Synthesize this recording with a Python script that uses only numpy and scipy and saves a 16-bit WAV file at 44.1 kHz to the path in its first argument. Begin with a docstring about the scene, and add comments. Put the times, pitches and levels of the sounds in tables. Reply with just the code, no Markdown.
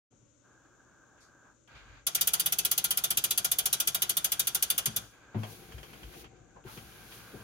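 """A cycle's spoked rear wheel, hand-turned in a room, close to a stereo microphone: spun backwards it freewheels,
the pawls snapping over the ratchet teeth, slowing, until a hand catches the tyre. Pushed forwards, the hub
locks with a thump in the shell and the drive runs on with a rubbing hiss and light ticks.
Snaps, ticks, rubs and running noise are coloured noise under power envelopes; pings and thumps add decaying sines."""
import sys
import numpy as np
from scipy import signal
from scipy.fft import irfft, next_fast_len
from scipy.io import wavfile

SR = 44100
rng = np.random.default_rng(int(sys.argv[2]) if len(sys.argv) > 2 else 0)


def materialize(psi):
    """Save the field psi as 16-bit PCM at rate SR to the path in sys.argv[1].

    A 1-D psi becomes a single channel; in a 2-D psi each row is a channel.
    """
    bounded = np.clip(np.atleast_2d(psi).T, -1, 1)
    quanta = np.round(bounded * 32767).astype(np.int16)
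    wavfile.write(sys.argv[1], SR, quanta)


N = 327663
TIME = np.arange(N) / SR
SIZE = next_fast_len(N, real=True)
HZ = np.maximum(np.arange(SIZE // 2 + 1) * SR / SIZE, 1)  # spectrum bins; the lowest is lifted for logarithms
ROOM_T60_S = 0.45

# resonances of hub and spokes: f/Hz, width/Hz, relative level/dB
HUB_MODES = [(365, 35, 4), (727, 110, 2), (1398, 50, 6), (2020, 63, -2), (2400, 97, 0), (2950, 45, 3),
             (3353, 240, 0), (4720, 50, 5), (5760, 65, 2), (6100, 62, 0), (6293, 70, 3), (6575, 50, 5),
             (7150, 69, 0), (7990, 120, -1), (8786, 85, 2), (9854, 70, 3), (10104, 110, 3), (11796, 110, 1),
             (13436, 135, 1)]
# broad colour of the ringing hub: f/Hz, relative level/dB per Hz
HUB_COLOUR = [(70, -27), (120, -9.5), (170, -6.5), (252, -24), (365, -15), (735, -10.5), (885, -14),
              (1390, -10), (2190, -11), (3310, -1.5), (4200, -7.5), (6400, -5.5), (7540, -4.5),
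              (10500, 2.5), (12800, -5), (14600, 1), (16500, -11.5)]
# colour of small contacts in the drive: f/Hz, relative level/dB per Hz
TICK_COLOUR = [(300, -3), (800, -3), (1700, -1), (2100, -4.5), (2500, -1), (2800, -4), (3200, 4),
               (3700, -16), (4300, -10.5), (6500, -14), (10000, -23), (16000, -30)]
# spells when the drive is pushed: start t/s, end t/s, hiss level/dB before the rubbing tightens
PUSHES = [(5.349, 6.223, -57.5), (6.635, 7.424, -56)]


def from_db(db):
    """Decibels to amplitude gain."""
    return 10 ** (np.asarray(db) / 20)


def over_hz(rows):
    """Each column of a table, joined on a log-frequency axis."""
    hz, *columns = np.transpose(rows)
    return [np.interp(np.log(HZ), np.log(hz), column) for column in columns]


def stereo(colour, alike, lean_db, lead):
    """Spectrum of coloured stereo noise, rms 1 over both sides; 'alike' sets how much the sides share."""
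    shared, own = rng.standard_normal((2, len(HZ))) + 1j * rng.standard_normal((2, len(HZ)))
    alike = np.clip(alike, 0, 1)
    right = alike * shared + np.sqrt(1 - alike ** 2) * own
    right = right * np.exp(-1j * lead)  # the left side leads in phase
    lean = from_db(lean_db * np.array([[0.5], [-0.5]]))
    both = from_db(over_hz(colour)[0]) * np.array([shared, right]) * lean
    return both * SIZE / np.sqrt(np.sum(np.abs(both) ** 2))


def to_time(spectrum):
    """Spectrum to samples."""
    return irfft(spectrum, SIZE)[..., :N]


def decay(age, t60):
    """Amplitude that falls 60 dB in every t60 seconds."""
    return np.exp(-np.log(1000) * age / t60)


def bursts(times, levels_db, rise, t60):
    """Summed power envelope of blows that swell and die away, each cut off after one second."""
    age, power = TIME[:SR], np.zeros(N + SR)
    shape = ((1 - np.exp(-age / rise)) * decay(age, t60)) ** 2
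    for s, db in zip(times, levels_db):
        at = int(np.clip(s * SR, 0, N))
        power[at:at + SR] += from_db(db) ** 2 * shape
    return power[:N]


def held(start, end, attack, release):
    """Gain that rises, holds, then falls 60 dB per release time after the end."""
    rising = np.clip((TIME - start) / attack, 0, 1)
    return rising * from_db(-60 * np.clip((TIME - end) / release, 0, 3))


def uneven(spread_db):
    """Gain that wanders at random around 1, through 30 random points a second."""
    points = rng.standard_normal(1024)
    return from_db(spread_db * np.interp(TIME * 30, np.arange(len(points)), points))


def background():
    """Faint hiss and mains hum under the whole scene."""
    # colour of the hiss: f/Hz, relative level/dB per Hz
    air_colour = [(15, -34), (25, -1), (137, -7), (190, -13), (301, -0.5), (384, -15), (575, -6.5),
                  (695, -26.5), (1520, -17), (1740, -27.5), (3430, -26), (4610, -31), (6740, -21.5),
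                  (9070, -39), (16000, -66)]
    # lean of the hiss: f/Hz, left minus right level/dB
    air_lean = [(100, 2), (1500, 1), (3500, 6), (5000, 5.5), (6000, 21.5), (8000, 30), (9600, -8),
                (11000, -1.5)]
    air = to_time(stereo(air_colour, alike=0.35, lean_db=over_hz(air_lean)[0], lead=0))
    hum = np.sin(2 * np.pi * 120 * TIME)
    return from_db(-66.0) * air + from_db(-72.5) * hum


def thumps(place):
    """Soft blows ring the shell; a duller blow reaches fewer of its modes, and loose panels shudder after it."""
    # blows on tyre and frame: t/s, relative level/dB, brightness f/Hz, contact t/s
    blows = [(0.124, -58.5, 900, 0.00092), (0.216, -61.5, 900, 0.00092), (4.871, -27, 172, 0.0033),
             (4.961, -37.5, 250, 0.0033), (5.345, -19, 469, 0.018), (6.559, -65, 900, 0.00097),
             (6.65, -42.5, 600, 0.0027), (6.767, -41.5, 600, .002), (7.157, -46, 250, .003),
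             (7.339, -41.5, 700, .003)]
    # modes of shell and frame: f/Hz, relative level/dB, 60 dB decay t/s
    shell_modes = [(107.3, -6.5, 0.35), (133, 2.5, 0.051), (164, -7, 0.12), (216.3, -10, 0.34),
                   (280.5, -23, 0.19), (375.5, 1, 0.069), (477, -16, 0.21), (510, -32, 0.2),
                   (738, -9.5, 0.084), (910, -13, 0.11)]
    # colour of the shuddering panels: f/Hz, relative level/dB per Hz
    panel_colour = [(70, -40), (130, 7), (450, -10.5), (1000, -15), (3000, -28), (9000, -59)]
    shell, age = np.zeros(N + SR), TIME[:SR]
    for s, db, bright_hz, contact in blows:
        at, spread_db = int(s * SR), rng.normal(0, 2.6, len(shell_modes))
        swell = 1 - np.exp(-age / contact)
        for k, (hz, mode_db, t60) in enumerate(shell_modes):
            softening = np.hypot(1, (hz / bright_hz) ** 2)
            gain = from_db(db + mode_db + spread_db[k]) / softening
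            gain = gain * (-1) ** k  # neighbouring modes start in opposite directions
            shell[at:at + SR] += gain * np.sin(2 * np.pi * hz * age) * swell * decay(age, t60)
    s, db, bright_hz, _ = np.transpose(blows)
    shudder_db = db - 13.5 + 20 * np.log10(bright_hz / 600)  # brighter blows shake the panels more
    shudder = np.sqrt(bursts(s, shudder_db, rise=0.00033, t60=0.41))
    shell = shell[:N] * from_db([[1.5], [-2.5]])  # left, right
    return shell + shudder * to_time(stereo(panel_colour, *place))


def wheel(place):
    """Running noise: bearing rustle and whirr, rumble and drone through the shell; jolts swell the rumble."""
    # creep, backward throw, freewheel, hold, forward push, run-on, second push: start t/s, end t/s,
    # then base level/dB of rustle, rumble, drone, mid-way whirr, and growth of the whirr level/dB
    moves = [(0.421, 1.508, -81, -85, -74, -64.5, 2), (1.674, 1.982, -60.5, -63, -74, -60.5, -4),
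             (2.113, 5.046, -69, -62, -60, -60.5, 5.5), (5.106, 5.353, -65.5, -73, -67.5, -62, 8),
             (5.402, 6.254, -60.5, -61.5, -56, -67.5, -9), (6.294, 6.61, -73, -65, -62, -69, 7),
             (6.637, 7.43, -59.5, -61.5, -59.5, -59.5, 8.5)]
    # deep jolts of the frame: t/s, level/dB
    jolts = [(1.735, -50), (1.89, -47.5), (5.73, -41.5), (6.03, -42.5), (6.25, -55), (6.645, -56),
             (6.8, -56)]
    # colours, each f/Hz, relative level/dB per Hz: bearing rustle, rumble, drone, whirr
    rustle_colour = [(290, -12), (500, -8), (1190, -4.5), (1570, -4), (1850, -4), (2360, -1), (2600, -4.5),
                     (3240, -7.5), (5000, -14), (6500, -35), (11000, -120)]
    rumble_colour = [(15, -26.5), (25, -20), (37, -7), (49, 2.5), (62, 5), (81, -10.5), (112, 1),
                     (140, -7.5), (180, -39), (310, -120)]
    drone_colour = [(82, -16), (140, 0), (216, -3), (253, -8.5), (364, -0.5), (404, -12), (443, -3),
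                    (515, -9.5), (600, -18.5), (780, -3), (1320, -120)]
    whirr_colour = [(400, -7.5), (700, -8), (1000, -6.5), (1300, -3.5), (1480, -1), (1600, 4.5),
                    (1720, -6.5), (1900, -22), (3000, -40)]
    rustle = rumble = drone = whirr = 0
    for start, end, rustle_db, rumble_db, drone_db, whirr_db, growth_db in moves:
        moving = held(start, end, attack=0.034, release=0.3)
        progress = np.clip((TIME - start) / (end - start), 0, 1)
        rustle = rustle + moving * from_db(rustle_db)
        rumble = rumble + moving * from_db(rumble_db)
        drone = drone + moving * from_db(drone_db)
        whirr = whirr + moving * from_db(whirr_db + growth_db * (progress - 0.5))
    rumble = np.sqrt(rumble ** 2 + bursts(*np.transpose(jolts), rise=0.013, t60=0.35))
    shaking = uneven(spread_db=1.8)  # rumble and drone waver together
    out = rumble * shaking * to_time(stereo(rumble_colour, *place))
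    out = out + drone * shaking * to_time(stereo(drone_colour, *place))
    out = out + rustle * uneven(spread_db=1.8) * to_time(stereo(rustle_colour, *place))
    return out + whirr * to_time(stereo(whirr_colour, alike=0.94, lean_db=-1.0, lead=0))


def scuffs(place):
    """Short rubs against tyre and shell, each a swell of noise in a band around one pitch."""
    # rubs: t/s, level/dB, centre f/Hz, rise t/s, 60 dB decay t/s
    rubs = [(1.200, -48, 5300, 0.04, 0.22), (1.17, -57, 2400, 0.046, 0.34), (1.44, -51, 1200, .03, 0.18),
            (1.745, -50, 2980, 0.017, 0.31), (2.175, -34, 2260, 0.0078, 0.12),
            (5.424, -43.5, 810, .004, 0.29), (6.558, -46.5, 800, 0.0062, 0.15),
            (6.660, -41.5, 1210, 0.029, 0.27), (6.765, -56, 1100, .008, 0.15),
            (7.115, -44, 2720, 0.0084, 0.13), (7.333, -42.5, 330, .006, 0.27)]
    friction, out = to_time(stereo([(20, 0), (20000, 0)], *place)), 0  # flat noise
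    for s, db, hz, rise, t60 in rubs:
        bandpass = signal.butter(2, [hz / 1.66, hz * 1.33], "band", fs=SR, output="sos")
        band = signal.sosfilt(bandpass, friction)
        out = out + np.sqrt(bursts([s], [db], rise, t60)) * band / band.std()
    return out


def ticks(place):
    """Small dry contacts in the drive, with a trace of room."""
    # light ticks: t/s, level/dB
    contacts = [(1.675, -57.5), (5.433, -40), (5.72, -47), (5.78, -47), (5.83, -43), (5.931, -47.5),
                (6.031, -46.5), (6.137, -49.5), (6.242, -48), (6.774, -44)]
    s, db = np.transpose(contacts)
    power = bursts(s, db, rise=0.00053, t60=0.12)
    power = power + bursts(s, db - 34, rise=0.012, t60=ROOM_T60_S)
    return np.sqrt(power) * to_time(stereo(TICK_COLOUR, *place))


def pawls(count=40):
    """One snap per tooth of the slowing ratchet, plus those under the hand: t/s, treble snap/dB, hub ring/dB."""
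    # single snaps as the hand throws and catches the wheel: t/s, treble snap level/dB, hub ring level/dB
    hand_snaps = [(2.0664, -15, -28), (4.9614, -15, -29)]
    coast_s, teeth_per_s, loss_per_tooth = 2.148, 16.26184, 0.0939  # start, first speed, loss in teeth/s
    tooth = np.arange(count)
    sway = 0.15654 * np.cos(2 * np.pi * (tooth - 9.76088) / 32)  # teeth/s, one slow sway in 32 teeth
    rate = teeth_per_s - loss_per_tooth * tooth + sway
    s = coast_s + np.cumsum(1 / rate) - 1 / rate
    chance = rng.standard_normal((count, 2))
    slowing_db = 0.48 * 20 * np.log10(rate / teeth_per_s)  # the treble softens as the wheel slows
    snap_db = -13 + slowing_db + 0.66 * chance[:, 0]
    ring_db = -27.5 + 0.5 * chance[:, 1]
    return np.vstack([np.column_stack([s, snap_db, ring_db]), hand_snaps])


def ratchet(snaps, place):
    """Each snap rings dense modes of hub and spokes as noise bands with their own rise, decay and room tail."""
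    # spread of a snap through the wheel: band f/Hz, relative level/dB, rise t/s, 60 dB decay t/s,
    # room level/dB relative to the band
    ring_bands = [(180, -3, 0.0142, 0.23, -7.5), (460, -1, 0.0072, 0.16, -28), (1104, 2, 0.0055, 0.13, -11),
                  (2740, 2.5, 0.0049, 0.095, -18), (5900, 11, 0.0081, 0.066, -25),
                  (9300, -0.5, 0.0044, 0.059, -27.5), (12200, -2, 0.00075, 0.069, -32),
                  (14100, 3.5, 0.0018, 0.049, -34.5)]
    s, snap_db, ring_db = np.transpose(snaps)
    peaks = sum(from_db(db) ** 2 / (1 + (2 * (HZ - hz) / width) ** 2) for hz, width, db in HUB_MODES)
    metal = stereo(HUB_COLOUR, *place) * np.sqrt(0.5 + 0.7 * peaks)
    centres, out = np.log([row[0] for row in ring_bands]), 0
    for own, (hz, db, rise, t60, room_db) in zip(np.eye(len(ring_bands)), ring_bands):
        band = to_time(metal * np.interp(np.log(HZ), centres, own))  # crossfades into its neighbours
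        level = db + (snap_db - 0.5 if hz > 7500 else ring_db + 9.5)
        level = level + rng.normal(0, 1.36, len(s))  # the colour varies from snap to snap
        power = bursts(s, level, rise, t60)
        power = power + bursts(s, level + room_db, rise=0.027, t60=ROOM_T60_S)
        out = out + band * np.sqrt(power)
    return out


def spokes(snaps, place, level_db=-6.5, hub_db=-2.0, spread_db=5.0, t60=0.093, count=20):
    """Thin metallic pings: every snap rings the hub's own modes and a few of the countless modes of the spokes."""
    age, out = TIME[:SR // 10], np.zeros((2, N + SR))
    hub_hz, hub_width, hub_mode_db = np.transpose([row for row in HUB_MODES if row[0] > 1000])
    colour_db = over_hz(HUB_COLOUR)[0]
    for s, snap_db, ring_db in snaps:
        spoke_hz = rng.uniform(2600, 15500, count)
        spoke_spread_db = spread_db * rng.standard_normal(count)
        spoke = from_db(np.interp(spoke_hz, HZ, colour_db) + spoke_spread_db)
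        hub_spread_db = spread_db * rng.standard_normal(len(hub_hz))
        hub = from_db(hub_mode_db + np.interp(hub_hz, HZ, colour_db) + hub_spread_db)
        # the modes of each group share a fixed total power
        spoke = spoke / np.linalg.norm(spoke) * from_db(snap_db + level_db)
        hub = hub / np.linalg.norm(hub) * from_db(ring_db + hub_db)
        blow = np.append(spoke, hub)
        hz = np.append(spoke_hz, hub_hz + hub_width * rng.normal(0, 0.09, len(hub_hz)))
        life = t60 * (5000 / hz) ** 0.54  # high modes die sooner; t60 holds at 5 kHz
        step = np.exp((2j * np.pi * hz - np.log(1000) / life) / SR)  # turn and loss per sample
        rings = np.cumprod(np.tile(step[:, None], len(age)), axis=1)
        rings = rings * (1 - np.exp(-age / 0.0025))
        lean_db, lead = (np.interp(hz, HZ, column) for column in place[1:])
        sides = np.array([from_db(lean_db / 2), from_db(-lean_db / 2) * np.exp(-1j * lead)])
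        phase = np.exp(2j * np.pi * rng.random(len(hz)))
        at = int(s * SR)
        out[:, at:at + len(age)] += ((sides * blow * phase) @ rings).imag
    return out[:, :N]


def drive(place):
    """The pushed drive hisses, louder where the rubbing tightens."""
    # brief tightenings: t/s, extra level/dB
    swells = [(5.52, 9), (6.2, 7.5), (6.75, 7), (7.15, 7)]
    # colour of the rubbing: f/Hz, relative level/dB per Hz
    rub_colour = [(1470, -69), (2500, -7.5), (3230, -5), (4050, -6.5), (6350, -8), (7590, -12.5),
                  (10400, -7.5), (12200, -9), (14900, -12), (16000, -4.5)]
    pushing = sum(from_db(db) * held(start, end, attack=0.055, release=0.1) for start, end, db in PUSHES)
    tight_db = sum(db / (1 + ((TIME - s) / 0.053) ** 2) for s, db in swells)  # half the extra dB 0.053 s away
    return pushing * from_db(tight_db) * to_time(stereo(rub_colour, *place))


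def grit(place, count=96):
    """Grit in the pushed drive makes tiny dry contacts at random moments, about 45 a second."""
    power = 0
    for start, end, _ in PUSHES:
        s = start + np.cumsum(rng.exponential(1, count)) / 45
        s = s[s < end]
        power = power + bursts(s, np.full(len(s), -56.5), rise=0.00047, t60=0.043)
    return np.sqrt(power) * to_time(stereo(TICK_COLOUR, *place))


def scene():
    """The wheel before a pair of microphones: likeness, lean and phase of the two sides vary with frequency."""
    # microphone pair: f/Hz, likeness 0-1, left minus right level/dB
    pair = [(100, 0.82, 4), (405, 0.97, 6), (696, 0, 3.5), (1403, 0.2, 2.5), (2200, 0.44, -2.5),
            (3500, 0, 1.5), (4920, 0.06, 2.5), (6600, 0, 6), (8000, 0.4, 3), (9300, 0.29, -4.5),
            (10050, 0.5, -1), (10540, 1, -0.5), (12500, 1, -0.5), (15000, 0.86, 0.5)]
    # phase by which the left side leads: f/Hz, phase/rad
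    left_lead = [(20, 0), (450, 0.5), (1200, 2), (2300, 5.5), (3300, 10.5), (4300, 12.5), (6600, 21),
                 (8000, 19.5), (8800, 24), (9400, 28), (10500, 24.5), (12800, 25), (15500, 23)]
    place = (*over_hz(pair), np.interp(HZ, *np.transpose(left_lead)))
    snaps = pawls()
    freewheel = ratchet(snaps, place) + spokes(snaps, place)
    handling = thumps(place) + scuffs(place)
    pushed_drive = ticks(place) + drive(place) + grit(place)
    return background() + handling + wheel(place) + freewheel + pushed_drive


def record(dry):
    """The microphone ports cut two narrow notches; the sound opens quickly, deep bass and the top are cut."""
    for hz, width_hz, depth_db in [(5280, 117, -6), (7740, 490, -14)]:
        notched = signal.lfilter(*signal.iirnotch(hz, hz / width_hz, fs=SR), dry)
        dry = notched + from_db(depth_db) * (dry - notched)
    dry = signal.sosfilt(signal.butter(4, 40, "high", fs=SR, output="sos"), dry)
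    opening = np.clip((TIME - 0.1044) / 0.013, 0, 1)  # silent until 0.1044 s
    lowpass = signal.ellip(10, 0.2, 80, 15900, fs=SR, output="sos")
    return signal.sosfilt(lowpass, dry * opening)


dry = scene()
out = record(dry)
materialize(out)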